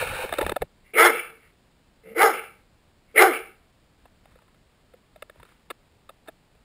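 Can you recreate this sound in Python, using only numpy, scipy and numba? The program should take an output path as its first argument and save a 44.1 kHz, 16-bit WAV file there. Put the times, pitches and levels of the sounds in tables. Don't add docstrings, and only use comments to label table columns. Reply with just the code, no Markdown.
import sys
import numpy as np
from scipy import signal
from scipy.fft import rfft, irfft
from scipy.io import wavfile
from scipy.ndimage import uniform_filter1d
from numba import njit

SR = 44100
rng = np.random.default_rng(int(sys.argv[2]) if len(sys.argv) > 2 else 0)


def file_out(sig):
    cols = np.atleast_2d(sig).T
    lim = np.clip(cols, -1, 1)
    pcm = np.round(lim * 32767).astype(np.int16)
    wavfile.write(sys.argv[1], SR, pcm)


def gain_from_decibels(decibels):
    exponent = np.asarray(decibels, float) / 20
    return 10 ** exponent


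N = 292824

# frequency_hz, density_db (per Hz)
HISS_SPECTRUM = [(12, -30.5), (20, -3.5), (211, -12), (243, -14), (356, -17), (411, -18), (601, -19.5),
                 (1260, -24.5), (2630, -27), (4880, -30), (5900, -35.5), (7670, -74.5), (13000, -120)]
# time_s, drag_db
HAND_DRAG = [
    [(0, -28), (.035, -28), (.065, -32.5), (.245, -32.5), (.28, -41), (.45, -39), (.5, -44), (.56, -59),
     (.66, -65)],
]
# centre_hz, width_hz, level_db
RUB_RESONANCES = [(537, 120, -0.5), (869.5, 140, 0), (1510, 600, 0.5), (2260, 420, -1.5), (3530, 450, -10),
                  (5000, 500, -23.5)]
# start_s, length_s, level_db
SKIN_CATCHES = [
    (.01, .05, -30),
    (.17, .12, -35),
    (.39, .065, -30),
    (.47, .065, -37),
]
# start_s, length_s, level_db
CAPSULE_THUMPS = [
    (0, .04, -36),
    (.03, .2, -35.5),
    (.235, .03, -32),
    (.27, .12, -50),
    (.36, .2, -35),
    (.6, .055, -39),
]
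# start_s, peak_db, panel_hz, hardness_db, contact_ms
FINGER_KNOCKS = [(.071, -25, 589, -2, 4.5), (.292, -24, 821, 1.5, 4.5), (.337, -18, 622, -9, 4.5),
                 (.426, -19, 638, -14, 4.5), (.464, -13.5, 619, -12, 4.5), (.494, -14, 622, -8, 4.5),
                 (.517, -15.5, 579, -20, 8), (.564, -14, 579, -15, 4.5), (.3235, -14, 668, -13, 7),
                 (.384, -12, 578, -14.5, 9.7), (.41, -16, 476, -12, 11), (.618, -14.5, 570, -20, 9.6),
                 (.56, -20.5, 720, -19, 3.6), (.612, -35.5, 540, -10, 6.8), (.244, -22, 420, -21, 5.8)]
# start_s, peak_db, panel_hz, hardness_db, contact_ms
NOSE_TOUCHES = [(3.773, -57.5, 503, -11, 5.7), (4.054, -41.5, 789, -17, 7), (4.255, -42.5, 824, -14.5, 4.8),
                (4.355, -44.5, 520, -17, 6), (4.387, -49.5, 931, -8.5, 6.5), (4.419, -51, 630, -10, 6.5),
                (4.479, -53.5, 803, -8, 10), (4.543, -51.5, 550, -11.5, 6.5), (4.936, -41.5, 519, -20, 8.3),
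                (5.158, -36.5, 606, -17, 8.5), (5.222, -25.5, 630, -6.5, 5.8), (5.296, -33.5, 625, -7, 5.4),
                (5.356, -45, 616, -24, 5.3), (5.398, -43, 970, -12, 6.5), (5.429, -37, 549, -2, 5.5),
                (5.451, -45, 483, -1, 5.8), (5.487, -47, 565, -2, 6.5), (5.519, -49.5, 477, -3, 6.5),
                (6.091, -32.5, 600, -5, 6.5), (6.55, -53.5, 491, -17, 5.2),
                (5.701, -23.5, 544, -4, 14.5),
    (6.281, -29.5, 672, -10.5, 11),
    (6.099, -41.5, 650, -18, 6.5),
    (6.281, -35.5, 300, -20, 10),
    (6.274, -41, 770, -6, 10),
    (6.29, -41, 620, -17, 9.8),
    (6.258, -53, 760, -13, 9.5),
]
# mode_hz, level_db, t60_s
CASE_MID_MODES = [(1320, 0, 0.012), (1725, -2.5, .012), (2100, -5.5, 0.0087), (2550, -7, .01)]
# mode_hz, level_db, t60_s
CASE_HIGH_MODES = [(3580, 9.5, 0.02), (4040, -15.5, .008), (4770, -11, 0.011)]
# start_s, length_s, level_db, jaw_opening (0 near shut, 1 wide), lip_spread (1 wide,
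# more is wider still)
BREATHS = [
    (.835, .085, -84, .95, 1.4),
    (1.38, .135, -75, .9, 1.1),
    (2.035, .11, -44.5, -.05, .33),
    (2.55, .085, -69, .4, .6),
    (3.07, .07, -81, .9, 1.1),
    (3.5, .12, -76, .8, .5),
]
# time_s, effort_db, pitch_hz, jaw_opening (0-1), lip_spread (0-1)
BARK_GESTURES = [
    [(.936, -36, 180, .12, .5), (.968, -24, 260, .35, .58), (.985, -17.5, 310, .68, .76),
     (1.06, -18.5, 366, .86, .58), (1.104, -20.5, 300, .5, .5), (1.118, -31, 240, .5, .55),
     (1.195, -42, 140, .85, .95), (1.33, -61, 100, .9, .75)],
    [(2.147, -42, 240, .05, .25), (2.181, -19, 352, .28, .4), (2.208, -18.5, 380, .6, .63),
     (2.232, -16, 424, .68, .33), (2.297, -19, 375, .45, .2), (2.325, -32, 243, .75, .5),
     (2.37, -40, 200, .8, .85), (2.5, -61, 110, .95, .85)],
    [(3.142, -48, 215, .05, .3), (3.164, -21, 265, .08, .62), (3.18, -17.5, 315, .33, .88),
     (3.218, -14.5, 392, .7, .5), (3.27, -22, 385, .68, .45), (3.298, -22, 320, .3, .2),
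     (3.338, -35, 215, .75, .85), (3.43, -52, 120, .9, .85)],
]
# centre_hz, width_hz, level_db
THROAT_RESONANCES = [(376, 51, -7.5), (449, 21, 2), (500, 120, -3.5), (800, 160, 0), (1184, 130, -4),
                     (1314, 120, 4), (1550, 240, -1), (1835, 120, -7.5)]
# centre_hz, width_hz, level_db (below the third resonance)
UPPER_RESONANCES = [(3050, 300, -25), (3390, 400, -19.5), (4000, 400, -22.5), (4630, 500, -23.5),
                    (5150, 500, -22.5)]
# time_s, level_db
FOLD_SLAPS = [
    (.9885, -11),
    (1.0222, -9.5),
    (1.0385, -8.5),
    (2.2211, -4),
    (2.2325, -3.5),
    (3.2103, -7),
    (3.2228, -.5),
    (3.2257, 1),
]
# start_s, length_s, level_db
NOSE_DRAUGHTS = [
    (3.87, .08, -61),
    (4.01, .09, -54),
    (4.12, .42, -59),
    (5.37, .07, -54),
]
# start_s, length_s, level_db
NOSTRIL_PUFFS = [
    (3.98, .12, -72),
    (4.2, .26, -69),
    (4.46, .12, -73),
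    (5.32, .16, -64),
    (5.42, .15, -64),
    (5.53, .12, -70),
]


def level(x, db):
    return x * gain_from_decibels(db) / np.sqrt(np.mean(x ** 2))


def noise():
    return rng.standard_normal(N)


@njit
def svf(x, g, k):
    y, band, low = np.empty(len(x)), 0., 0.
    for i in range(len(x)):
        v = (band + g[i] * (x[i] - low)) / (1 + g[i] * (g[i] + k[i]))
        band = 2 * v - band
        low = low + 2 * g[i] * v
        y[i] = k[i] * v
    return y


def ring(x, hz, width):
    g = np.tan(np.pi * hz / SR) + np.zeros(N)
    k = 1.5 * width / hz + np.zeros(N)
    return svf(svf(x + 1e-18, g, k), g, k)


def resonances(x, table):
    total = np.zeros(N)
    for i, (hz, width, db) in enumerate(table):
        total += (-1) ** i * gain_from_decibels(db) * level(ring(x, hz, width), 0)
    return level(total, 0)


def curves(tables):
    t, rows = np.arange(N) / SR, np.vstack(tables)
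    gate = sum((t >= span[0][0]) & (t < span[-1][0]) for span in tables)
    columns = [np.interp(t, rows[:, 0], c) for c in rows[:, 1:].T]
    return columns, uniform_filter1d(np.minimum(gate, 1.), size=200)


def swells(table):
    t, power = np.arange(N) / SR, np.zeros(N)
    for start_s, length_s, db in table:
        bump = np.sin(np.pi * np.clip((t - start_s) / length_s, 0, 1))
        power += (gain_from_decibels(db) * bump) ** 2
    return np.sqrt(power)


def flicker(rate, db):
    hold = int(SR / rate)
    steps = np.repeat(rng.standard_normal(N // hold + 1), hold)
    return gain_from_decibels(db * uniform_filter1d(steps, hold)[:N])


def hiss():
    hz, db = np.transpose(HISS_SPECTRUM)
    f = np.maximum(np.arange(N // 2 + 1) * SR / N, 1)
    shape = gain_from_decibels(np.interp(np.log(f), np.log(hz), db))
    return level(irfft(rfft(noise()) * shape, N), -61)


def rumble(hz, width):
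    return level(ring(noise(), hz, width) * flicker(rate=14, db=4.0), 0)


def rub():
    (drag_db,), gate = curves(HAND_DRAG)
    grit = noise() * gain_from_decibels(4.5 * noise())
    bands = []
    for hz, width, db in RUB_RESONANCES:
        bands.append(gain_from_decibels(db) * flicker(rate=90, db=2.2) * level(ring(grit, hz, width), 0))
    dull = gain_from_decibels(-2.5) * np.hypot(gain_from_decibels(drag_db - 5), swells(SKIN_CATCHES))
    skin = dull * sum(bands[:2]) + gain_from_decibels(drag_db - 3) * sum(bands[2:])
    return gate * skin + swells(CAPSULE_THUMPS) * rumble(41.0, 82.0)


def modes(t, table):
    return sum(gain_from_decibels(db - 60 * t / t60) * np.sin(2 * np.pi * hz * t) for hz, db, t60 in table)


def taps(table, grain_db, low_hz):
    panel_t60_s = 0.022
    out, t = np.zeros(N + 3000), np.arange(1500) / SR
    band = signal.butter(3, [low_hz, 4500], "band", fs=SR, output="sos")
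    for start_s, peak_db, panel_hz, hard_db, contact_ms in table:
        slips, strength = rng.standard_normal((2, 1500))
        u = np.clip(t * 1000 / max(contact_ms, .3), 0, 1)
        force = slips * gain_from_decibels(grain_db * strength) * u ** .3 * np.sqrt(1 - u)
        panel = [(panel_hz, 0, panel_t60_s), (1.3 * panel_hz, -7, panel_t60_s)]
        parts = [(force * np.sqrt(u), panel, 0),
                 (force, CASE_MID_MODES, hard_db + 10),
                 (force * (1 - u), CASE_HIGH_MODES, 1.05 * hard_db + .5)]
        tap = 0
        for push, part_modes, db in parts:
            rung = signal.fftconvolve(push, modes(t, part_modes))
            tap = tap + gain_from_decibels(db) * rung / np.linalg.norm(rung)
        tap = signal.sosfilt(band, tap)
        at = int(start_s * SR)
        out[at:at + len(tap)] += gain_from_decibels(peak_db) * tap / np.abs(tap).max()
    return out[:N]


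def lips_db(lips):
    return -18 + 30 * lips


def gestures():
    gasps, barks = [], []
    for start_s, length_s, db, jaw, lips in BREATHS:
        shape = ((0, -12), (.3, 0), (.75, 0), (1, -6))
        gasps.append([(start_s + u * length_s, db + d, 165 * (1 + .35 * u), jaw, lips) for u, d in shape])
    for bark in map(list, BARK_GESTURES):
        end_s, end_db, _, jaw, lips = bark[-1]
        barks.append(bark + [(end_s + .14, end_db - 30, 90, jaw, lips)])
    (gasp_curves, gasping), (bark_curves, barking) = curves(gasps), curves(barks)

    def loudness(c, gate):
        return gate * gain_from_decibels(c[0] + np.maximum(lips_db(c[3]), 0))

    stronger = loudness(gasp_curves, gasping) > loudness(bark_curves, barking)
    gasp = uniform_filter1d(1. * stronger, size=300)
    mixed = [gasp * p + (1 - gasp) * q for p, q in zip(gasp_curves, bark_curves)]
    return mixed, np.maximum(gasping, barking), gasp


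def folds(hz, jitter, scatter_db):
    chance = np.repeat(rng.standard_normal((N // 110 + 1, 2)), 110, axis=0)[:N]
    cycle = np.cumsum(hz * np.exp(jitter * chance[:, 0])) / SR
    closures = np.diff(np.floor(cycle), prepend=0)
    pulses = closures * gain_from_decibels(scatter_db * chance[:, 1]) / np.sqrt(hz)
    return level(pulses, 0), 2 * np.pi * np.cumsum(hz) / SR


def fold_slaps():
    slaps = np.zeros(N)
    for time_s, db in FOLD_SLAPS:
        slaps[int(time_s * SR)] = -gain_from_decibels(db + 19)
    return ring(slaps, 1650., 1100.) + gain_from_decibels(2) * ring(slaps, 750., 510.0)


def dog():
    (first_db, hz, jaw, lips), gate, gasp = gestures()
    octaves = np.log2(hz / 385)
    voiced = gate * np.clip((hz - 150) / 30, 0, 1)
    third_db, mouth_db = -16 + 24 * jaw, lips_db(lips)
    second_voiced_db = -.5 + np.clip(22 * octaves, -11.5, 0)
    second_db = third_db + voiced * second_voiced_db + (1 - voiced) * -11.5

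    chest = np.clip((hz - 200) / 90, 0, 1)
    bark_mouth_hz = chest * 2080 + (1 - chest) * 2300
    mouth_hz = gasp * 2130 + (1 - gasp) * bark_mouth_hz

    pitch_db = first_db + 14 * gasp + 11 * octaves
    tone_db = pitch_db - 9.5
    octave_db = pitch_db - 15.5 + 13 * jaw - 30 * np.abs(octaves)

    effort = voiced * np.clip((first_db + np.maximum(0, mouth_db) + 36.5) / 12, 0, .85)
    pulses, phase = folds(hz, jitter=.04, scatter_db=2)
    breath = noise() * flicker(rate=130, db=2)
    source = effort * pulses + np.sqrt(1 - effort ** 2) * breath

    mouth = effort * level(ring(source, mouth_hz, 220.0), 0)
    mouth += (1 - effort) * level(ring(source, mouth_hz, 250.0), 0)
    mouth += gain_from_decibels(-6 - 15 * chest - 3 * gasp) * level(ring(source, 2620., 190.0), 0)
    upper = np.zeros(N)
    for centre_hz, width, db in UPPER_RESONANCES:
        upper += gain_from_decibels(db) * flicker(rate=70, db=3.5) * level(ring(source, centre_hz, width), 0)
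    third = resonances(source, THROAT_RESONANCES[4:]) + gain_from_decibels(-2 + 4.5 * effort) * upper
    second = resonances(source, THROAT_RESONANCES[3:4])
    voice = resonances(source, THROAT_RESONANCES[:3]) - gain_from_decibels(second_db - 1.0) * second
    voice = voice + gain_from_decibels(third_db) * third - gain_from_decibels(mouth_db) * mouth
    voice = gate * gain_from_decibels(first_db - 1.0) * voice
    tones = gain_from_decibels(tone_db) * np.sin(phase) + gain_from_decibels(octave_db) * np.sin(2 * phase)
    return voice + voiced * flicker(rate=55, db=3.5) * tones + fold_slaps()


def room(x):
    t60_s, tail_db, damp_hz = 0.41, -18, 3640
    t = np.arange(int(.7 * SR)) / SR
    tail = rng.standard_normal(len(t)) * gain_from_decibels(-60 * t / t60_s) * np.clip(t / .012, 0, 1)
    tail = signal.lfilter(*signal.butter(1, damp_hz, fs=SR), tail)
    return x + gain_from_decibels(tail_db) * signal.fftconvolve(x, tail / np.sqrt(np.sum(tail ** 2)))[:N]


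def sniff():
    nostrils = level(ring(noise(), 1500., 1500.) * flicker(rate=70, db=3), 0)
    return swells(NOSTRIL_PUFFS) * nostrils + swells(NOSE_DRAUGHTS) * rumble(54.0, 68.3)


def scene():
    fingers = rub() + taps(FINGER_KNOCKS, grain_db=5.5, low_hz=337)
    nose = taps(NOSE_TOUCHES, grain_db=1, low_hz=341.4)
    return (hiss() + fingers + room(dog()) + nose + sniff())[None]


def top_cut(x):
    return signal.sosfilt(signal.butter(12, 15700, fs=SR, output="sos"), x)


def record(dry):
    slow = signal.resample_poly(dry, 40, 147, axis=1, window=("kaiser", 8.))
    slow = np.clip(slow, -.97, .97)
    held = signal.resample_poly(np.repeat(slow, 4, axis=1), 147, 160, axis=1)[:, :N]
    held = np.pad(held, ((0, 0), (0, N - held.shape[1])))
    held = signal.sosfilt(signal.ellip(8, .3, 60, 15600, fs=SR, output="sos"), held)
    return top_cut(held)


dry = scene()
out = record(dry)
file_out(out)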